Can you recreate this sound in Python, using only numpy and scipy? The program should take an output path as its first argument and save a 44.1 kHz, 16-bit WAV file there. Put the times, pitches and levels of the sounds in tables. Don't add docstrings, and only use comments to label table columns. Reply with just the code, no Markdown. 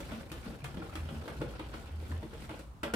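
import sys
import numpy as np
from scipy import signal
from scipy.fft import rfft, irfft
from scipy.io import wavfile
from scipy.ndimage import uniform_filter1d

SR = 44100
rng = np.random.default_rng(int(sys.argv[2]) if len(sys.argv) > 2 else 0)


def natural_amplitude(level_db):
    exponent = np.asarray(level_db, float) / 20
    return 10 ** exponent


def master(y):
    cut = np.clip(np.atleast_2d(y).T, -1, 1)
    pcm = np.round(cut * 32767)
    wavfile.write(sys.argv[1], SR, pcm.astype(np.int16))


N = 130095

# frequency in Hz, level in dB, t60 in seconds.
WALL_MODES = [(480, 5.5, 0.052), (700, -27, 0.099), (790, -2.5, 0.21), (915, -6, 0.22), (1115, -24, 0.039),
              (1360, 5.5, 0.051), (1460, 9.5, 0.047), (1900, -50.5, 0.035), (2310, 2, 0.026),
              (2580, -25.5, 0.027), (2890, -26, 0.034), (3310, -17, 0.036), (4450, 1, 0.015)]
# frequency in Hz, t60 in seconds.
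BOWL_MODES = [(88, .15), (138, .2), (192, .08), (231, .09), (262, .06), (311, .075), (352, .07), (471, .07),
              (550, .07)]
# frequency in Hz, level in dB per Hz.
FIZZ_SPECTRUM = [(2350, -1.5), (4000, -1), (5870, -6), (8400, -3), (10800, -7), (15100, -11.5),
                 (16000, -36)]
# frequency in Hz, likeness from 0 to 1.
LIKENESS = [(60, .9), (130, .93), (290, .78), (640, .6), (1200, .05)]


def evened(x):
    return x / np.sqrt(np.mean(x ** 2) + 1e-20)


def read(points, hz):
    f, value = np.transpose(points)
    return np.interp(np.log(hz + 1), np.log(f + 1), value)


def add(mix, s, sound):
    part = mix[..., round(s * SR):][..., :sound.shape[-1]]
    part += sound[..., :part.shape[-1]]


def matched(left, other, hz):
    same = np.clip(read(LIKENESS, hz), -1, 1)[:, None]
    return np.array([left, same * left + np.sqrt(1 - same ** 2) * other])


def hiss(spectrum, patchy_db, flicker_db, size=512):
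    hop = size // 4
    frames, hz = N // hop + 5, np.fft.rfftfreq(size, 1 / SR)
    a, b, c, d, patches = rng.standard_normal((frames, len(hz), 5)).T
    patches = uniform_filter1d(patches, size=8, axis=0)
    patches = evened(uniform_filter1d(patches, size=10, axis=1))
    flicker = evened(uniform_filter1d(rng.standard_normal(frames), size=3))
    z = matched(a + 1j * b, c + 1j * d, hz)
    z *= natural_amplitude(read(spectrum, hz)[:, None] + patchy_db * patches + flicker_db * flicker)
    return evened(signal.istft(z, nperseg=size, noverlap=size - hop)[1][:, :N])


def ring(t, hz, db, t60):
    decay = natural_amplitude(db - 60 * t[:, None] / t60)
    return (decay * np.sin(2 * np.pi * hz * t[:, None])).sum(1)


def bunch(spread_s, draws):
    at = spread_s * draws[:, 0] * 2 * np.arange(len(draws)) / len(draws)
    push = np.sign(draws[:, 1] - 0.5) * (0.24 + draws[:, 2]) * np.exp(-0.8 * at / spread_s)
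    train = np.zeros(int(at.max() * SR) + 1)
    np.add.at(train, (at * SR).astype(int), push)
    return train / np.linalg.norm(train)


def taps():
    # start in seconds, level in dB, fizz over level in dB, favoured pitch in Hz.
    tap_table = [(0.003, -40, -12, 790), (0.116, -36.5, -22.5, 1340), (0.317, -38.5, -10.5, 754),
                 (0.642, -35, -14, 2310), (0.657, -51, -28, 1460), (0.742, -44, -29, 700),
                 (0.77, -42, -27, 1430), (0.824, -41, -37, 790), (0.926, -43, -38, 805),
                 (0.954, -36, -16, 3310), (1.088, -39, -31, 1115), (1.148, -45.5, -30, 1400),
                 (1.256, -46, -35, 1360), (1.279, -34.5, -21.5, 1290), (1.415, -36, -23.5, 790),
                 (1.508, -48, -12, 3310), (1.538, -68, -31, 1390), (1.594, -37, -23, 1360),
                 (1.739, -37.5, -24, 1115), (2.118, -46.5, -15, 1900), (2.229, -45, -20, 915),
                 (2.333, -42.5, -38, 1360), (2.493, -38, -22, 1430), (2.506, -39.5, -28, 1115),
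                 (2.592, -47.5, -10, 700), (2.832, -25.5, -21, 1320), (2.937, -23.5, -16, 1360)]
    # frequency in Hz, level in dB per Hz.
    crack_spectrum = [(180, -10.5), (300, -2.5), (818, -5.5), (1380, -6), (1870, -10.5), (3290, -13),
                      (6000, -33), (7800, -79), (13200, -120)]
    all_db, ring_db, crack_db, fizz_gain_db = -3, 0.5, -0.5, 8.0 - 0.76
    crack_s, fizz_s, snap_s, snap_db = 0.0077, 0.0097, 0.0017, 4
    t, (hz, db, t60) = np.arange(6000) / SR, np.transpose(WALL_MODES)
    rings, crack, fizz = np.zeros(N), np.zeros(N), np.zeros(N)
    crack_shape = np.exp(-2 * t / crack_s)
    fizz_shape = np.exp(-2 * t / fizz_s) + natural_amplitude(2 * snap_db) * np.exp(-2 * t / snap_s)
    fizz_shape *= np.minimum(t / 0.0013, 1)
    draws = rng.random((len(tap_table), 20, 3))
    for (s, level_db, fizz_db, near_hz), draw in zip(tap_table, draws):
        train = bunch(0.0083, draw[:7])
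        vary = draw[7:7 + len(hz)] - 0.5
        favour_db = 8 * np.exp(-(np.log2(hz / near_hz) / 0.14) ** 2)
        body = ring(t, hz * (1 + 0.04 * vary[:, 0]), db + 6 * vary[:, 1] + favour_db, t60)
        sound = signal.fftconvolve(train, body / abs(body).max())
        add(rings, s, natural_amplitude(level_db + ring_db) * sound)
        add(crack, s, natural_amplitude(2 * level_db) * signal.fftconvolve(train ** 2, crack_shape))
        add(fizz, s, natural_amplitude(2 * (level_db + fizz_db)) * fizz_shape)
    burst = natural_amplitude(crack_db) * np.sqrt(abs(crack)) * hiss(crack_spectrum, 2, 0)
    burst += natural_amplitude(fizz_gain_db) * np.sqrt(abs(fizz)) * hiss(FIZZ_SPECTRUM, 1.0, 0)
    return natural_amplitude(all_db) * rings, natural_amplitude(all_db) * burst


def ticks():
    # start in seconds, level in dB, pitch in Hz.
    knock_table = [(.032, -44.5, 2310), (.302, -45, 2500), (.318, -43, 342), (.452, -48, 1460),
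                   (.47, -42, 1430), (.52, -45, 306), (.55, -49, 1530), (.621, -46, 2420),
                   (.645, -37, 2470), (.642, -41, 483), (.657, -39.5, 1460), (.658, -43, 3270),
                   (.742, -47, 480), (.743, -38, 139), (.744, -61, 1410), (.76, -42, 358),
                   (.802, -39.5, 333), (.82, -40.5, 1420), (.822, -40.5, 790), (.826, -39.5, 480),
                   (.843, -48, 327), (.83, -43, 139.5), (.896, -42.5, 1260), (.928, -42, 1360),
                   (.955, -38, 3300), (.956, -41, 1320), (.974, -42, 2400), (1.05, -36, 142),
                   (1.222, -47, 1300), (1.258, -40, 480), (1.275, -39, 470), (1.3, -38.5, 135),
                   (1.395, -33, 137), (1.411, -39, 1130), (1.419, -27.5, 480), (1.421, -37, 792),
                   (1.455, -49, 480), (1.49, -44, 560), (1.537, -45, 513), (1.538, -42.5, 1400),
                   (1.594, -42, 518), (1.602, -45, 1320), (1.736, -47, 1130), (1.967, -46, 211),
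                   (2.028, -41.5, 493), (2.116, -39.5, 1810), (2.124, -40, 1010), (2.228, -42, 935),
                   (2.33, -53, 1390), (2.332, -41.5, 463), (2.441, -41.5, 130.6), (2.595, -44, 542),
                   (2.832, -31.5, 1380), (2.838, -37, 1410), (2.836, -32.5, 940), (2.856, -36, 920),
                   (2.88, -37.5, 1390), (2.903, -37.5, 1400), (2.939, -28, 495)]
    overtone_db, click_db = -11, -13
    t, out = np.arange(4000) / SR, np.zeros(N)
    for s, db, hz in knock_table:
        t60 = 0.016 + 17 / hz
        body = ring(t, hz * np.array([1, 1.7]), np.array([0, overtone_db]), t60 * np.array([1, 0.6]))
        click = natural_amplitude(click_db) * (1 - 9 * hz * t) * np.exp(-9 * hz * t)
        add(out, s, natural_amplitude(db) * (body + click))
    return out


def thuds():
    # start in seconds, level in dB, favoured pitch in Hz.
    push_table = [(0.001, -34.5, 174), (.12, -33.5, 238), (0.221, -47, 554), (0.31, -40, 138),
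                  (.462, -32.5, 228), (0.488, -38.5, 88), (0.624, -35.5, 138), (0.648, -40, 138),
                  (0.74, -41, 192), (.77, -34.5, 191), (0.801, -49.5, 304), (0.827, -41.5, 480),
                  (0.95, -42, 325), (1.086, -40.5, 556), (1.102, -35, 138), (1.12, -37.5, 233),
                  (1.273, -40.5, 480), (1.399, -34.5, 138), (1.413, -35, 303), (1.42, -36.5, 480),
                  (1.592, -37, 380), (1.736, -48.5, 300), (2.106, -38.5, 253), (2.225, -35.5, 279),
                  (2.345, -44.5, 466), (2.498, -40.5, 302), (2.838, -37, 240), (2.846, -34, 480),
                  (2.935, -26.5, 224)]
    favour_oct, favour_db = 0.22, 8.5
    t, (hz, t60), out = np.arange(12000) / SR, np.transpose(BOWL_MODES), np.zeros(N)
    for (s, level_db, near_hz), draw in zip(push_table, rng.random((len(push_table), 17, 3))):
        octaves = abs(np.log2(hz / near_hz))
        db = -favour_db * np.minimum(octaves / favour_oct, 1.5) + 4 * (draw[8:, 0] - 0.5)
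        body = ring(t, hz, db, t60) * np.minimum(t / 0.0034, 1)
        sound = signal.fftconvolve(bunch(0.02, draw[:8]), body)
        add(out, s, natural_amplitude(level_db - 0.5) * sound / abs(sound).max())
    return out


def sparse(per_s, spread_db):
    return (rng.random(N) < per_s / SR) * natural_amplitude(spread_db * np.minimum(rng.exponential(1, N), 4))


def crackle(per_s, spread_db, grain_s):
    pops = sparse(per_s, spread_db)
    grain = np.exp(-np.arange(2000) / SR / grain_s)
    return evened(np.sqrt(abs(signal.oaconvolve(pops ** 2, grain)[:N])))


def stirring():
    # time in seconds, drag level in dB, swish level in dB.
    effort = [(0, -61, -63), (.14, -52, -58.5), (.29, -61.5, -66), (.45, -54.5, -60), (.6, -60.5, -65),
              (.85, -59.5, -62), (1.2, -57, -61), (1.37, -58.5, -61.5), (1.57, -58, -66.5),
              (1.8, -56, -60.5), (1.928, -60.5, -68.5), (2.1, -58.5, -58.5), (2.2, -61.5, -67),
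              (2.32, -62, -66.5), (2.44, -55.5, -57), (2.481, -61.5, -64), (2.6, -56.5, -64),
              (2.7, -79, -76.5)]
    # frequency in Hz, level in dB per Hz.
    slosh_spectrum = [(71, 10.5), (120, -13.5), (190, -2.5), (459, -7), (524, -8.5), (680, -10.5),
                      (1210, -16.5), (2650, -16.5), (6000, -29), (7800, -106), (13200, -120)]
    grit_db, rumble_db, slosh_db = -5.5, -1.5, 9
    s, drag_db, swish_db = np.transpose(effort)
    now, t = np.arange(N) / SR, np.arange(4000) / SR
    drag, swish = natural_amplitude(np.interp(now, s, drag_db)), natural_amplitude(np.interp(now, s, swish_db))
    clicks = sparse(500, 2.5) * rng.choice([-1, 1], N)
    grit = evened(signal.oaconvolve(clicks, ring(t, *np.transpose(WALL_MODES)))[:N])
    low_hz, low_t60 = np.transpose(BOWL_MODES[1:])
    low_ring = ring(t, low_hz, np.zeros(len(low_hz)), low_t60)
    rumble = evened(signal.oaconvolve(np.roll(clicks, SR), low_ring)[:N])
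    scrape = drag * (natural_amplitude(grit_db) * grit + natural_amplitude(rumble_db) * rumble)
    wash = natural_amplitude(slosh_db) * drag * crackle(500, 2.0, 0.0035) * hiss(slosh_spectrum, 2.6, 0.52)
    wash += swish * crackle(270, 0.52, 0.0059) * hiss(FIZZ_SPECTRUM, 1.24, 0, size=256)
    return scrape, wash


def kitchen(x):
    # frequency in Hz, t60 in seconds.
    echo_time = [(150, 0.35), (600, 0.35), (2000, 0.33), (14000, 0.24)]
    echoes = np.zeros((2, SR // 2))
    at = np.arange(100, SR // 2 - 20, 20)
    at = at + rng.integers(0, 20, (2, len(at)))
    np.put_along_axis(echoes, at, rng.choice([-1., 1.], at.shape), 1)
    hz, t, z = signal.stft(echoes, SR, nperseg=512)
    z = matched(z[0], z[1], hz) * natural_amplitude(-60 * t / read(echo_time, hz)[:, None])
    tail = signal.istft(z, SR, nperseg=512)[1]
    return signal.fftconvolve(x, tail / np.linalg.norm(tail[0]), axes=1)[:, :N]


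def hum():
    # start in seconds, length in seconds, level in dB, pitch in Hz.
    swells = [
        (0.944, 0.16, -38.5, 80.5),
        (1.135, 0.094, -40, 81.7),
        (1.896, .15, -38, 78.5),
        (2.081, 0.11, -36, 81.9),
    ]
    rise_s, fall_s = 0.038, 0.014
    drone_hz, drone_width_hz, drone_db = 58, 1.8, -52
    out = np.zeros(N)
    for start, length, db, hz in swells:
        t = np.arange(0, length + 4 * fall_s, 1 / SR)
        shape = np.minimum(t / rise_s, 1) * np.exp(-np.maximum(t - length, 0) / fall_s)
        add(out, start, natural_amplitude(db) * np.sqrt(2) * shape * np.sin(2 * np.pi * hz * t))
    hz = np.fft.rfftfreq(N, 1 / SR)
    resonance = 1 / (1 + (2 * (hz - drone_hz) / drone_width_hz) ** 2)
    drone = irfft(rfft(rng.standard_normal(N)) * resonance, N)
    return out + natural_amplitude(drone_db) * evened(drone)


def room_tone():
    # frequency in Hz, level in dB per Hz.
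    room_spectrum = [(15, -29), (25, -17), (59, 0.5), (145, -15), (489, -34), (641, -29), (1040, -28),
                     (2050, -42.5), (16000, -57)]
    return natural_amplitude(-48.5) * hiss(room_spectrum, 1.0, 0.14, size=2048)


def across_ports(x):
    # frequency in Hz, phase between the ports in radians.
    port_phase = [(300, .3), (600, .8), (1100, 1.6)]
    turn = np.exp(1j * read(port_phase, np.fft.rfftfreq(N, 1 / SR)))
    return np.array([x, irfft(rfft(x) * turn, N)])


def scene():
    rings, burst = taps()
    scrape, wash = stirring()
    near = across_ports(rings + scrape + ticks()) + thuds() + burst
    echo = kitchen(near.mean(0)[None] + burst[:1] / 2)
    return near + natural_amplitude(-2.5) * echo + wash + hum() + room_tone()


def low_pass(x):
    return signal.sosfilt(signal.butter(12, 16470, fs=SR, output="sos"), x)


def record(dry):
    # frequency in Hz, left over right in dB.
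    port_colour = [(100, -.3), (160, 1.8), (600, 1), (4000, -1.5), (8000, 2.4), (14000, 3)]
    hz = np.fft.rfftfreq(N, 1 / SR)
    tilt_db = read(port_colour, hz) / 2
    bass_cut = 1 / (1 + (42 / (hz + 1)) ** 4)
    response = natural_amplitude([tilt_db, -tilt_db]) * (hz < 15950) * bass_cut
    return low_pass(irfft(rfft(dry) * response, N))


dry = scene()
out = record(dry)
master(out)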